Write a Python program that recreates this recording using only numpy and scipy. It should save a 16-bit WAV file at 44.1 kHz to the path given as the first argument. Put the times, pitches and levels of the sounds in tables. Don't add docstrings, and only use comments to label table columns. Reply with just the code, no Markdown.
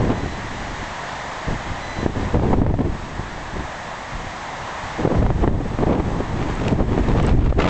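import sys
import numpy as np
from scipy import signal
from scipy.fft import rfft, irfft, next_fast_len
from scipy.io import wavfile
from scipy.ndimage import uniform_filter1d, map_coordinates

SR = 44100
rng = np.random.default_rng(int(sys.argv[2]) if len(sys.argv) > 2 else 0)


def to_wav(s):
    ch = np.atleast_2d(s).T
    pcm = np.round(np.clip(ch, -1, 1) * 32767)
    wavfile.write(sys.argv[1], SR, pcm.astype(np.int16))


N = 339129
TIME = np.arange(N) / SR


def amp(db):
    return 10 ** (np.asarray(db) / 20)


def unit(x):
    return x / np.sqrt(np.mean(x ** 2) + 1e-20)


def curves(rows):
    times_s, *columns = np.transpose(rows)
    return [np.interp(TIME, times_s, column) for column in columns]


def wobble(rate_hz):
    return map_coordinates(rng.standard_normal(int(N * rate_hz / SR) + 4), [TIME * rate_hz])


def filtered(x, response):
    size = next_fast_len(N + SR // 2)
    return irfft(rfft(x, size) * response(np.fft.rfftfreq(size, 1 / SR)), size)[:N]


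def coloured(x, spectrum):
    points_hz, db = np.transpose(spectrum)
    return unit(filtered(x, lambda hz: amp(np.interp(np.log(hz + 1), np.log(points_hz), db))))


def swell(start_s, length_s, release_s, attack_s=0.018):
    rise = np.clip((TIME - start_s) / attack_s + 0.5, 0, 1)
    return rise * np.exp(-np.maximum(TIME - start_s - length_s, 0) / release_s)


def ragged(age_s, length_s, attack_s=0.0006):
    rise = 1 - np.exp(-np.maximum(age_s, 0) / attack_s)
    return rise * np.exp(-np.clip(age_s / length_s, 0, 5) ** 3)


# (start [s], length [s], level [dB], brightness: small eddies over large [dB])
GUSTS = [(-.01, 0.087, -22, 3), (0.065, 0.18, -29, 2), (0.786, 0.055, -35, -4), (1.476, 0.048, -24, -1),
         (1.655, 0.064, -32, -3), (1.98, 0.12, -27, 2.5), (2.144, 0.11, -26.5, 1),
         (2.339, 0.23, -18.5, -0.5), (2.573, .17, -13, -2), (2.78, 0.11, -19.5, -0.5),
         (3.182, .025, -35, 0), (3.536, 0.085, -30, -1.5), (4.118, .14, -35, -5.5),
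         (4.595, 0.018, -35, 0.5), (4.832, 0.022, -36, -5), (4.985, 0.12, -28, 9), (5.099, 0.05, -22, 10),
         (5.164, 0.18, -17, -3.5), (5.419, 0.13, -15.5, -2), (5.59, 0.072, -39, -4),
         (5.774, 0.23, -20, 4.5), (6.036, 0.18, -26.5, 3), (6.29, .23, -26, 0.5), (6.602, 0.1, -25.5, 5.5),
         (6.708, 0.13, -18, -1), (6.878, 0.14, -21, 1), (7.075, .24, -19.5, 2.5), (7.32, 0.24, -11, -6.5),
         (7.581, 0.1, -12, 8)]
# (time [s], level [dB])
DRAUGHT = [(0, -32), (.7, -35), (1, -48.5), (1.85, -38.5), (2.3, -29.5), (3, -34.5), (3.45, -38),
           (3.9, -47), (4.9, -48.5), (5.2, -23), (6.3, -33), (7.69, -16.5)]

def flow(tilt, release_s, draught_bright_db=-1):
    draught_db, = curves(DRAUGHT)
    power = amp(draught_db + tilt * draught_bright_db) ** 2
    for start_s, length_s, db, bright_db in GUSTS:
        power += (amp(db + tilt * bright_db) * swell(start_s, length_s, release_s)) ** 2
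    return np.sqrt(power)


def eddies(spectrum, lumps_db):
    noise = coloured(rng.standard_normal(N) * amp(lumps_db), spectrum)
    window = np.hanning(SR // 8)
    power = np.abs(signal.fftconvolve(noise ** 2, window / window.sum(), "same"))
    return noise / np.sqrt(power + 1e-6)


# (frequency [Hz], relative level [dB])
HEAVE_SPECTRUM = [(8, -13.5), (22, -3), (50, -0.5), (75, -7), (130, -33), (400, -72)]
RUMBLE_SPECTRUM = [(5, -4), (20, 1), (50, -3), (110, -1.5), (170, -14.5), (300, -36.5), (800, -75)]
FLUTTER_SPECTRUM = [(40, -28.5), (100, -7), (150, 3), (320, -1.5), (450, -10), (700, -31.5), (1500, -47),
                    (4000, -80)]
RASP_SPECTRUM = [(200, -23), (380, 2.5), (500, -0.5), (750, -3), (1000, -9.5), (1400, -22), (2000, -25.5),
                 (3000, -32), (8000, -63)]
TEAR_SPECTRUM = [(400, -9.5), (1200, 9), (1600, 1.5), (2400, 0.5), (3500, -6), (4800, -14.5), (7500, -21.5),
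                 (8800, -43)]
# (start [s], length [s], level [dB])
TEARS = [(0.097, 0.022, -33.5), (5.909, 0.054, -31.5), (6.363, 0.34, -38), (6.87, .27, -40),
         (7.163, .15, -32.5), (7.393, 0.11, -29), (7.588, .12, -14.5)]
# (centre [s], small-eddy dip [dB], half length [s])
STALLS = [(2.727, 7, 0.014), (2.765, 3, 0.0098), (5.088, 1, 0.0037), (5.337, 10, 0.015), (5.775, 15, 0.019),
          (5.852, 18, 0.0095), (6.762, 6, 0.011), (6.863, -1, 0.0083), (7.537, 20, 0.021)]

def buffeting():
    bursts = 1.1 * wobble(45) + 1.15 * wobble(220)
    sputter = 0.82 * wobble(60) + 0.65 * wobble(260)
    small_flow = flow(tilt=1, release_s=0.01)
    edge_flow = sum(amp(db) * swell(start_s, length_s, release_s=0.01) for start_s, length_s, db in TEARS)
    rumble = amp(0.5) * flow(tilt=-0.36, release_s=0.04) * eddies(RUMBLE_SPECTRUM, 1.7 * bursts)
    heave = amp(-6.5) * flow(tilt=-1.3, release_s=0.04) * eddies(HEAVE_SPECTRUM, bursts)
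    flutter = amp(-1.5) * flow(tilt=0.35, release_s=0.031) * eddies(FLUTTER_SPECTRUM, 3.33 * sputter)
    rasp = amp(-7.5) * small_flow * eddies(RASP_SPECTRUM, 2.2 * sputter + 2.0 * bursts)
    tear = (amp(-30) * small_flow + edge_flow) * eddies(TEAR_SPECTRUM, 3.35 * bursts)
    stall_db = sum(db * np.exp(-((TIME - at_s) / half_s) ** 4) for at_s, db, half_s in STALLS)
    return (heave + rumble) * amp(-0.4 * stall_db) + (flutter + rasp + tear) * amp(-stall_db)


def rush(spectrum, patchy_db):
    bands = signal.stft(rng.standard_normal(N), nperseg=512)[2]
    patches = uniform_filter1d(rng.standard_normal(bands.shape), size=5, axis=0)
    patches = unit(uniform_filter1d(patches, size=18, axis=1))
    noise = signal.istft(bands * amp(patchy_db * patches), nperseg=512)[1][:N]
    return coloured(noise, spectrum)


# (time [s], crown roar [dB], needle hiss [dB])
TREE_LEVELS = [(0, -36, -37.5), (.6, -33, -34.5), (1.1, -31, -34), (1.7, -31.5, -35), (2.2, -33.5, -36),
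               (2.8, -36.5, -40), (3.3, -35, -37.5), (3.9, -32.5, -36.5), (4.5, -31.5, -35.5),
               (4.9, -30.5, -34.5), (5.6, -36, -40.5), (6.4, -33.5, -38.5), (7.69, -38, -38.5)]
# (frequency [Hz], relative level [dB])
CROWN_SPECTRUM = [(20, -8), (170, -4), (300, -9), (440, -9.5), (600, -2), (780, 0), (1020, 0), (1300, -6.5),
                  (1700, -25.5), (3000, -41)]
NEEDLE_SPECTRUM = [(700, -20.5), (1200, -8.5), (1500, -1.5), (1800, 1.5), (2050, -2), (2350, -7),
                   (2800, -9.5), (3600, -10.5), (4400, -15), (5300, -17), (6600, -16.5), (7500, -19.5),
                   (8100, -29), (8800, -40.5)]

def pines():
    roar_db, hiss_db = curves(TREE_LEVELS)
    sway = wobble(10)
    roar = amp(roar_db + 0.23 * sway) * rush(CROWN_SPECTRUM, patchy_db=0.54)
    hiss = amp(hiss_db + 0.15 * sway) * rush(NEEDLE_SPECTRUM, patchy_db=0.39)
    return roar + hiss


def tones(lines):
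    return sum(np.sqrt(2) * amp(db) * np.sin(2 * np.pi * (hz * TIME + rng.random())) for hz, db in lines)


# (frequency [Hz], level [dB])
WHISTLE_TONES = [(7859, -71), (7888, -67.5), (8112, -80), (8141, -72.5)]

def electronics():
    return tones(WHISTLE_TONES)


# (start [s], level [dB], length [s])
BLASTS = [(0.092, -17.5, 0.048), (2.343, -14, 0.022), (2.424, -19, 0.06), (2.529, -8, 0.016),
          (2.804, -12.5, 0.015), (5.049, -8, 0.011), (5.103, -17, 0.025), (5.215, -18, 0.029),
          (5.436, -10.5, 0.015), (5.603, -19.5, 0.016), (5.786, -11.5, 0.0054), (5.824, -16.5, 0.019),
          (5.892, -16, 0.093), (6.726, -18, 0.012), (6.79, -14.5, 0.031), (6.931, -26, 0.013),
          (7.579, -17, 0.011)]

def blasts():
    spectrum = [(80, -10), (200, 6), (450, 1.5), (850, -5.5), (1400, -17.5), (3000, -32), (8000, -60.5)]
    envelope = sum(amp(db) * ragged(TIME - start_s, length_s) for start_s, db, length_s in BLASTS)
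    return envelope * coloured(rng.standard_normal(N), spectrum)


# (start [s], end [s], level [dB])
LENS_RUNS = [(.14, .42, -53), (1.804, 2.08, -48.5)]
# (frequency [Hz], relative level [dB])
LENS_TONES = [(2001, 6), (4002, 0.5), (6003, -7.5)]

def lens_motor(rise_s=0.012, fall_s=0.062):
    envelope = np.zeros(N)
    for start_s, end_s, db in LENS_RUNS:
        envelope += amp(db) * np.clip(np.minimum((TIME - start_s) / rise_s, (end_s - TIME) / fall_s), 0, 1)
    return envelope * amp(2.2 * wobble(90)) * tones(LENS_TONES)


# (time [s], relative level [dB], width [s])
POPS = [(.156, -7, 0.00045), (.18, -10, 0.00054), (0.261, -9, 0.00086), (1.506, -15, 0.0011),
        (2.063, 3.5, 0.00053), (2.372, 4, 0.00093), (2.397, -3, 0.00035), (2.536, 0, 0.00042),
        (2.618, 11.5, 0.0008), (2.665, 6, 0.0004), (2.741, 2, 0.0005), (2.79, -1.5, 0.00042),
        (3.196, -8.5, 0.0011), (5.076, 1, .0006), (5.228, -4, 0.00033), (5.265, 2, 0.0003),
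        (5.304, 2.5, 0.00046), (5.477, 2, 0.000265), (6.206, -7.5, 0.00059), (6.728, -1.5, 0.00073),
        (6.825, -1.5, 0.00075), (6.979, -0.5, 0.00055), (7.136, -13, 0.00097), (7.286, -3, 0.00055),
        (7.526, 1, 0.0004), (7.592, 9, 0.00029)]

def pops(lowpass_hz=2400):
    spectrum = [(100, -13), (250, 9.5), (600, 5.5), (1100, -6.5),
                (1900, -13.5), (2600, -18.5), (8000, -22.5)]
    cusps, torn = np.zeros(N), np.zeros(N)
    for at_s, db, width_s in POPS:
        distance = np.abs(TIME - at_s) / width_s
        cusps += amp(db + 1) * (np.exp(-distance) - 0.26 * np.exp(-distance / 5))
        smallness = 0.0005 / width_s
        torn += amp(db - 15.5) * smallness * ragged(TIME - at_s + 0.0018, length_s=0.0066)
    edge = torn * coloured(rng.standard_normal(N), spectrum)
    return filtered(cusps + edge, lambda hz: 1 / np.sqrt(1 + (hz / lowpass_hz) ** 5))


# (time [s], level [dB], pitch [Hz])
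GRAINS = [(6.553, -32, 7400), (6.68, -41, 6600), (6.682, -17.5, 2500), (6.725, -36, 7600),
          (7.228, -28, 7940), (7.263, -40, 7400), (7.266, -23, 6900), (7.299, -44, 6000), (7.45, -25, 3600),
          (7.5, -32, 2800)]

def grit(t60_s=0.0094, half_band_hz=1100):
    ticks = np.zeros(N)
    for at_s, db, pitch_hz in GRAINS:
        age_s = np.maximum(TIME - at_s, 0)
        noise = filtered(rng.standard_normal(N), lambda hz: 1 / np.hypot(1, (hz - pitch_hz) / half_band_hz))
        ticks += amp(db - 60 * age_s / t60_s) * (TIME > at_s) * unit(noise)
    return ticks


def scene():
    return (buffeting() + pines() + electronics() + blasts() + lens_motor() + pops() + grit())[None]


def gain_control(x, threshold_db=-17, max_cut_db=12.5, attack_s=0.013, recovery_db_per_s=48.5, bass_hz=45):
    sensed = filtered(x, lambda hz: 1j * hz / (bass_hz + 1j * hz))
    power = np.abs(uniform_filter1d(sensed ** 2, size=SR // 45))
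    over_db = np.clip(10 * np.log10(power + 1e-12) - threshold_db, 0, max_cut_db)
    recovery_db = recovery_db_per_s * TIME
    cut_db = np.maximum.accumulate(over_db + recovery_db) - recovery_db
    pole = np.exp(-1 / (attack_s * SR))
    return x * amp(-signal.lfilter([1 - pole], [1, -pole], cut_db))


def record(dry):
    peak_limit, top_hz = 0.8, 8550
    ducked = gain_control(dry[0])
    rounded = ducked / (1 + (ducked / peak_limit) ** 4) ** 0.25
    return filtered(rounded, lambda hz: 1 / np.sqrt(1 + (hz / top_hz) ** 120))[None]


dry = scene()
out = record(dry)
to_wav(out)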